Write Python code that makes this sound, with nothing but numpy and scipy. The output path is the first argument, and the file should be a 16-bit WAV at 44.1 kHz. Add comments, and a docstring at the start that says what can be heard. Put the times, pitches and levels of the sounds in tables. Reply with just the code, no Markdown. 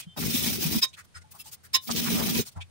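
"""In a small tiled kitchen, a stone roller is pushed twice over a stone slab, crushing spices.
Cracking grit makes the rasp from clicks and ringing chips; filtered bumps and slab modes make the rumble.
The rumble swells and dips through each stroke and stops as the push ends; a soft low bump follows the second.
Decaying modes make two bangle clinks; filtered grit makes the fingers' brushes; dying tones make soft bumps and ticks.
Faint wavering tones squeak and groan as the stone sticks and slips. Heard close, by two small microphones."""
import sys
import numpy as np
from scipy import signal
from scipy.fft import rfft, irfft
from scipy.io import wavfile
from scipy.ndimage import uniform_filter1d

SR = 44100
rng = np.random.default_rng(int(sys.argv[2]) if len(sys.argv) > 2 else 0)


def put_to_file(sound):
    """Save the sound as 16-bit audio at rate SR, in the file named by the first command-line argument."""
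    columns = np.atleast_2d(sound).T  # one column per channel
    safe = np.clip(columns, -1, 1)
    whole_steps = np.round(safe * 32767)
    wavfile.write(sys.argv[1], SR, whole_steps.astype(np.int16))


N = 119070  # samples, 2.7 s

# the two pushes of the roller: start_s, end_s
STROKES = [(0.15, 0.812), (1.85, 2.445)]
# loudness of the grit's rasp, one curve per stroke, before RASP_TRIM_DB: time_s, level_db
RASP_CURVES = [
    [(0.15, -87), (0.174, -40.5), (0.274, -31.5), (0.286, -33.5), (0.356, -30.5), (0.414, -31.5),
     (0.45, -27.5), (0.514, -33), (0.538, -31), (0.552, -33), (0.674, -31.5), (0.7, -37), (0.726, -30.5),
     (0.79, -31.5), (0.812, -49.5)],
    [(1.858, -76), (1.878, -36), (1.902, -43), (1.924, -31.5), (1.95, -36), (1.976, -30), (2.062, -34.5),
     (2.154, -29), (2.22, -35), (2.274, -29.5), (2.326, -36), (2.364, -32), (2.41, -34), (2.445, -54.5)],
]
# loudness of the slab's rumble, one curve per stroke, before RUMBLE_TRIM_DB: time_s, level_db
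RUMBLE_CURVES = [
    [(0.15, -87), (0.174, -39.5), (0.27, -32), (0.33, -40.5), (0.5, -36), (0.6, -42), (0.78, -33),
     (0.812, -101)],
    [(1.85, -84), (1.888, -36), (2.056, -35), (2.16, -28), (2.19, -33.5), (2.33, -32.5), (2.412, -31.5),
     (2.445, -98)],
]
RASP_TRIM_DB, RUMBLE_TRIM_DB = 2.5, 4
# coarse seeds against the rasp, one value per stroke: level_db
CRUNCH_DB = [-13.5, -9]
# share of the slab's hum, one value per stroke: level_db
HUM_DB = [-2, 7]
# tone of the fine grit: freq_hz, relative_level_db
GRIT_SPECTRUM = [(100, -52), (500, -46.5), (1200, -12.5), (1800, -8), (2300, -0.5), (3000, -3), (3900, 3),
                 (4400, -3), (5400, 5), (7500, -2.5), (11000, -2.5), (16000, -2.5)]
# tone of the coarse seeds: freq_hz, relative_level_db
SEED_SPECTRUM = [(60, -56), (250, -1.5), (600, 2.5), (1500, -6.5), (3000, 5), (6000, -17)]
# tone of the bumps under the roller: freq_hz, relative_level_db
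SLAB_SPECTRUM = [(25, -29), (45, -10.5), (80, -2.5), (125, -4.5), (175, 0.5), (260, -7.5), (320, -6),
                 (430, -18.5), (550, -28.5), (1000, -37.5), (3000, -58.5)]
# ringing modes of the slab, before HUM_DB: pitch_hz, level_db, t60_s
SLAB_MODES = [(233.6, 0.5, 0.17), (404, -20.5, 0.093), (463, -18, 0.064)]
GRIT_PER_S, SEEDS_PER_S, BUMPS_PER_S = 18000, 1900, 990
GRIT_SPREAD_DB, SEED_SPREAD_DB, BUMP_SPREAD_DB = 3, 7.5, 5.5
SEED_TOP_HZ, SLAB_LOW_CUT_HZ = 3940, 58
JUDDER_HZ, JUDDER_DB = 23, 2.23
# chips ring inside each crackle; the rate is for a crackle that reaches CUTOFF_HZ
CHIPS_PER_S, CHIP_DECAY_S, CHIP_SPREAD_DB, CHIP_DB = 3000, 0.0067, 3, -1

# single seeds bursting under the roller: middle_s, length_s, centre_hz, level_db
BURSTS = [(0.179, 0.038, 770, -38.5), (0.232, 0.022, 1510, -35), (0.485, 0.017, 3520, -32.5),
          (0.534, 0.016, 1500, -48), (0.745, .045, 845, -43.5), (1.902, 0.031, 850, -32.5),
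          (1.914, 0.031, 5450, -28), (1.979, 0.072, 4240, -30), (2.074, 0.049, 1500, -33.5),
          (2.2, 0.12, 760, -35.5), (2.288, 0.024, 950, -39.5), (2.355, 0.023, 3900, -30)]
BURST_CLICKS_PER_S, BURST_SPREAD_DB = 1800, 4
# the roller catches and the stone groans: middle_s, length_s, pitch_hz, level_db
GROANS = [(0.35, 0.021, 234, -20), (0.482, 0.026, 209, -24), (0.59, 0.023, 367, -31.5),
          (0.628, 0.041, 320, -35), (0.665, 0.037, 161, -23.5), (0.765, 0.047, 225, -19),
          (2.358, 0.033, 226, -22.5), (2.4, 0.032, 125, -26), (2.395, 0.026, 440, -25)]
GROAN_SAG_PER_S, GROAN_WANDER = 2.5, 0.067  # shares of the pitch
# thin squeaks leading into the first stroke: middle_s, length_s, pitch_hz, level_db
SQUEAKS = [(0.11, .11, 3120, -53), (0.118, .09, 3540, -62)]
SQUEAK_WANDER_HZ = 25

# bangles rattling against the stone: start_s, length_s, level_db, scratch_db
CLINKS = [(0.813, .034, -21.5, -24.5), (1.731, 0.033, -16.5, -24)]
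# bangle modes: pitch_hz, first_clink_db, second_clink_db, t60_s, left_over_right_db
CLINK_MODES = [(1047, -8, -3.5, 0.12, -6), (1715, -34.5, -20, 0.1, -12), (1910, -22.5, -8, 0.067, -4),
               (2220, -32, -15, 0.055, -10.5), (2990, -28, -8, 0.11, -1), (3450, -31, -15, .06, -1),
               (3620, -23, -10, 0.13, 9.5), (3705, -7, -15, 0.11, 9.5), (3794, -4, -10, 0.095, -18.5),
               (3975, -14, -7, 0.11, 7.5), (4975, 2.5, -8, 0.035, 13), (5180, -2.5, -4, 0.038, -15),
               (5275, 1, -6, 0.026, -7), (6190, -8.5, -12.5, 0.047, -8.5), (6900, -25, -10, 0.026, -3.5)]
# tone of the clinks' scratch: freq_hz, relative_level_db
SCRATCH_SPECTRUM = [(150, -12.5), (350, -1.5), (750, -10.5), (1750, 2.5), (3500, 8), (9600, 2.5),
                    (16000, -3)]
CLINK_FLUTTER_DB, CLINK_FLUTTER_HZ, CLINK_WANDER_HZ = 3.5, 140, 4
SCRATCH_LAG_S, MIC_LAG_S = 0.0074, 0.00024

# fingers and roller brushing the paste: middle_s, length_s, hiss_db, top_relative_db, rub_db, rub_hz
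BRUSHES = [(0.0, 0.043, -33, -2.5, -49, 2730), (0.024, 0.08, -48, -13, -49, 2800),
           (0.886, 0.079, -70, -7, -53.5, 6200), (0.944, 0.039, -50, -10, -48.5, 3000),
           (0.994, 0.073, -46, -11, -45, 1594), (1.051, 0.024, -56, -3, -68.5, 1300),
           (1.169, 0.067, -44.5, -20, -46, 1610), (1.222, 0.028, -53, -21, -61, 1700),
           (1.321, 0.033, -46, 0, -86.5, 2400), (1.36, 0.07, -51, -2, -53, 1000),
           (1.407, 0.059, -44, 1.5, -53, 2920), (1.474, 0.085, -42.5, -8, -64, 840),
           (1.535, 0.058, -40, -2, -59, 3400), (1.655, 0.061, -50, -2, -56, 1690),
           (1.848, 0.11, -50.5, 5.5, -50.5, 5800), (2.476, 0.069, -38, -7, -70, 5000),
           (2.526, 0.039, -56, -6, -65, 3600), (2.574, 0.045, -55, -16, -51.5, 1050),
           (2.589, 0.094, -88, -16.5, -48, 830), (2.62, 0.041, -47, -22, -41.5, 2690)]
# tone of the brushing hiss: freq_hz, relative_level_db
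PASTE_SPECTRUM = [(300, -15.5), (2500, -9.5), (4500, -3), (11000, 0), (16000, -5.5)]
AIR_HZ = 9540  # the hiss is brighter or duller above this
RUB_WIDTH = 0.45  # natural-log span of the rub band, roughly a share of its centre
# soft bumps of the roller: start_s, pitch_hz, level_db, t60_s
THUMPS = [(0.064, 172.4, -20.5, 0.056), (1.15, 85, -39, 0.31), (2.556, 89.7, -28, 0.29),
          (2.558, 156, -26.5, 0.074), (2.559, 285, -41.5, 0.087)]
# small ringing ticks as the fingers work: start_s, pitch_hz, level_db, t60_s
TICKS = [(1.148, 5100, -37, 0.086), (1.15, 1430, -48, 0.26), (1.24, 860, -49.5, .12),
         (1.395, 2692, -35.5, 0.076), (1.395, 5200, -38, 0.095), (1.455, 870, -44, 0.1)]
THUMP_RISE_S, TICK_RISE_S = 0.012, 0.0047

KITCHEN_T60_S, KITCHEN_DB = 0.096, -17
# tone of the background: freq_hz, relative_level_db
FLOOR_SPECTRUM = [(25, -14), (50, -19.5), (85, 0), (150, -5), (300, -19.5), (2500, -26.5), (10000, -29.5),
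                  (16000, -54)]
FLOOR_DB = -59.5
# microphone resonances and notches: centre_hz, width_hz, left_db, right_db
MIC_PORTS = [(6500, 1300, -8.5, 1), (8520, 89, 8, 7), (9380, 1400, 2, -17), (13060, 70, 5.5, -1),
             (14000, 70, 13, 1.5), (15500, 550, 11, 4)]
CUTOFF_HZ = 15760


def grinding(grit):
    """Grit and seeds crack under the juddering roller; its bumps set the slab humming."""
    judder = from_db(JUDDER_DB * drift(JUDDER_HZ))
    rasp = colour(grit * judder, GRIT_SPECTRUM)
    seeds = crackle(SEEDS_PER_S, SEED_SPREAD_DB, SEED_TOP_HZ)
    crunch = colour(seeds * judder, SEED_SPECTRUM) * per_stroke(CRUNCH_DB)
    cracking = (rasp + crunch) * level(RASP_CURVES)
    return cracking * from_db(RASP_TRIM_DB) + slab_rumble() * from_db(RUMBLE_TRIM_DB)


def slab_rumble():
    """Uneven bumps excite the slab's modes; evened-out power lets the stroke curves set the loudness."""
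    bumps = colour(grains(BUMPS_PER_S, BUMP_SPREAD_DB), SLAB_SPECTRUM)
    hum = sum(from_db(db) * rms_one(ring(bumps, hz, t60)) for hz, db, t60 in SLAB_MODES)
    slab = bumps + per_stroke(HUM_DB) * hum
    power = uniform_filter1d(np.mean(slab ** 2, axis=0), size=900)
    slab = slab / np.sqrt(power + 1e-9)
    low_cut = signal.butter(4, SLAB_LOW_CUT_HZ, "high", fs=SR, output="sos")
    return signal.sosfilt(low_cut, slab * level(RUMBLE_CURVES))


def crackle(rate, spread_db, top_hz):
    """Dry clicks, mixed with chips that each ring briefly at a pitch of their own."""
    t = np.arange(int(.04 * SR)) / SR
    shape = t / CHIP_DECAY_S * np.exp(-t / CHIP_DECAY_S)
    dry_clicks = rms_one(grains(rate, spread_db))
    pitch_hz = top_hz * rng.random((2, N))
    sizes = grains(CHIPS_PER_S * top_hz / CUTOFF_HZ, CHIP_SPREAD_DB)
    chips = np.zeros((2, N + len(t)))
    for side, i in zip(*np.nonzero(sizes)):
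        tone = np.sin(2 * np.pi * pitch_hz[side, i] * t)
        chips[side, i:i + len(t)] += sizes[side, i] * shape * tone
    return dry_clicks + from_db(CHIP_DB) * rms_one(chips[:, :N])


def bursts():
    """Each seed gives way in a quick run of coarse cracks, filtered to its own band."""
    cracks, out = grains(BURST_CLICKS_PER_S, BURST_SPREAD_DB), 0
    for middle, length, hz, db in BURSTS:
        husk = signal.butter(2, [hz / 1.6, hz * 1.6], "band", fs=SR, output="sos")
        out = out + from_db(db) * swell(middle, length) * rms_one(signal.sosfilt(husk, cracks))
    return out


def groans():
    """Short, low stick-slip tones that sag and waver in pitch."""
    out, t = 0, np.arange(N) / SR
    waver = GROAN_WANDER * np.array([drift(140), drift(130)])
    for middle, length, hz, db in GROANS:
        pitch_hz = hz * (1 + waver - GROAN_SAG_PER_S * (t - middle))
        cycles = np.cumsum(pitch_hz, axis=1) / SR
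        # the microphones are a quarter cycle apart at the middle
        cycles = cycles - cycles[:, [int(middle * SR)]] + rng.random() + [[0], [.25]]
        out = out + from_db(db) * swell(middle, length) * np.sin(2 * np.pi * cycles)
    return out


def squeaks():
    """Faint, wavering stick-slip tones."""
    out = 0
    for middle, length, hz, db in SQUEAKS:
        cycles = np.cumsum(hz + SQUEAK_WANDER_HZ * drift(280)) / SR
        out = out + from_db(db) * swell(middle, length) * np.sin(2 * np.pi * cycles)
    return out


def clinks(grit):
    """Bangle modes build up and waver while the contact rattles, then die away; the contact also scratches."""
    out, t = 0, np.arange(N) / SR
    heard = t - MIC_LAG_S * np.array([[0], [1]])
    touching = sum(swell(s + length / 2, length * 2) for s, length, *_ in CLINKS)
    for hz, *mode_db, t60, pan_db in CLINK_MODES:
        push = 0
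        for (s, length, db, _), own_db in zip(CLINKS, mode_db):
            push = push + swell(s + length / 2, length) ** 2.24 * from_db(db + own_db)
        flutter = from_db(CLINK_FLUTTER_DB * drift(CLINK_FLUTTER_HZ))
        r = from_db(-60 / (t60 * SR))
        size = signal.lfilter([1 - r], [1, -r], push * flutter + 1e-18)
        waver = np.cumsum(touching * CLINK_WANDER_HZ * drift(CLINK_FLUTTER_HZ)) / SR
        tone = np.sin(2 * np.pi * (hz * heard + waver + rng.random()))
        out = out + size * tone * from_db(pan_db * np.array([[.5], [-.5]]))
    scratch = colour(grit, SCRATCH_SPECTRUM)
    for s, length, _, scratch_db in CLINKS:
        shape = swell(s + length / 2 + SCRATCH_LAG_S, length * 1.646) ** 2
        out = out + scratch * shape * from_db(scratch_db)
    return out


def brushes(grit):
    """Light strokes over the paste: a fine hiss, brighter or duller, and a hollow rub."""
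    hiss, out = colour(grit, PASTE_SPECTRUM), 0
    air = signal.sosfiltfilt(signal.butter(6, AIR_HZ, "high", fs=SR, output="sos"), hiss)
    other_grit = np.roll(grit, N // 2, axis=1)  # so rub and hiss use different grains
    for middle, length, hiss_db, air_db, rub_db, hz in BRUSHES:
        edges = hz * np.exp(np.array([-.5, .5]) * RUB_WIDTH)
        band = signal.butter(2, edges, "band", fs=SR, output="sos")
        rub = rms_one(signal.sosfilt(band, other_grit))
        tilted_hiss = hiss + air * (from_db(air_db) - 1)
        brush = tilted_hiss * from_db(hiss_db) + rub * from_db(rub_db)
        out = out + swell(middle, length) ** 2 * brush
    return out


def knocks(rows, rise_s):
    """Single dying tones, a quarter cycle apart at the two microphones: low bumps or small ticks."""
    out = 0
    for start, hz, db, t60 in rows:
        t = np.maximum(np.arange(N) / SR - start, 0)
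        rise = 1 - np.exp(-(t / rise_s) ** 2)
        decay = np.exp(-np.log(1000) * t / t60)
        tone = np.array([np.sin(2 * np.pi * hz * t), np.cos(2 * np.pi * hz * t)])
        out = out + from_db(db) * rise * decay * tone
    return out


def kitchen(x):
    """A short, diffuse tail off the tiles: dulled noise that decays exponentially."""
    t = np.arange(SR // 2) / SR
    dull_noise = signal.lfilter([1], [1, -.6], rng.standard_normal((2, len(t))))
    tail = dull_noise * np.exp(-np.log(1000) * t / KITCHEN_T60_S)
    tail = tail / np.sqrt(np.sum(tail ** 2) / 2)
    return signal.fftconvolve(x, tail, axes=1)[:, :N]


def background():
    """Steady filtered noise, separate at each microphone."""
    return from_db(FLOOR_DB) * colour(rng.standard_normal((2, N)), FLOOR_SPECTRUM)


def from_db(db):
    """Decibels to gain."""
    return 10 ** (np.asarray(db) / 20)


def rms_one(x):
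    """Scale to unit power."""
    return x / np.sqrt(np.mean(x ** 2) + 1e-20)


def level(curves):
    """Gain over time from one dB curve per stroke; silent between them, with softened corners."""
    t, gain = np.arange(N) / SR, 0
    for curve in curves:
        time_s, db = np.transpose(curve)
        gain = gain + from_db(np.interp(t, time_s, db, left=-200, right=-200))
    return uniform_filter1d(gain, size=150)


def per_stroke(dbs):
    """One steady gain for each stroke."""
    return level([[(start, db), (end, db)] for (start, end), db in zip(STROKES, dbs)])


def swell(middle, length):
    """A smooth rise and fall."""
    return np.cos(np.pi * np.clip((np.arange(N) / SR - middle) / length, -.5, .5))


def colour(x, spectrum):
    """Give a sound a smooth spectrum, at unit power."""
    hz, db = np.transpose(spectrum)
    f = np.arange(N + 1) * SR / (2 * N) + 1
    gain = from_db(np.interp(np.log(f), np.log(hz), db))
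    return rms_one(irfft(rfft(x, 2 * N) * gain)[..., :N])


def drift(rate_hz):
    """Chance wandering with spread 1: noise through two equal low-pass poles."""
    r = np.exp(-2 * np.pi * rate_hz / SR)
    noise = rng.standard_normal(2 * N)
    return rms_one(signal.lfilter([1], [1, -2 * r, r * r], noise)[N:])


def grains(rate, spread_db):
    """Random clicks of uneven size at each microphone."""
    size = from_db(spread_db * np.minimum(rng.exponential(1, (2, N)), 5))
    return (rng.random((2, N)) < rate / SR) * size * rng.choice([-1, 1], (2, N))


def ring(x, hz, t60):
    """One decaying mode, as a two-pole resonator."""
    r, w = from_db(-60 / (t60 * SR)), 2 * np.pi * hz / SR
    return signal.lfilter([1, 0, -1], [1, -2 * r * np.cos(w), r * r], x + 1e-18)


def scene():
    """All the work at the slab, with the kitchen's tail and a quiet background."""
    grit = crackle(GRIT_PER_S, GRIT_SPREAD_DB, CUTOFF_HZ)
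    work = grinding(grit) + bursts() + groans() + squeaks()
    work = work + clinks(grit) + brushes(grit)
    work = work + knocks(THUMPS, THUMP_RISE_S) + knocks(TICKS, TICK_RISE_S)
    return work + from_db(KITCHEN_DB) * kitchen(work) + background()


def record(dry):
    """Each microphone colours the treble in its own way; the top is cut steeply."""
    f, db = np.arange(N + 1) * SR / (2 * N), 0
    for hz, width, left, right in MIC_PORTS:
        db = db + np.array([[left], [right]]) * np.exp(-((f - hz) / width) ** 2)
    cut = 1 / np.sqrt(1 + (f / CUTOFF_HZ) ** 600)
    return irfft(rfft(dry, 2 * N) * from_db(db) * cut)[:, :N]


dry = scene()
out = record(dry)
put_to_file(out)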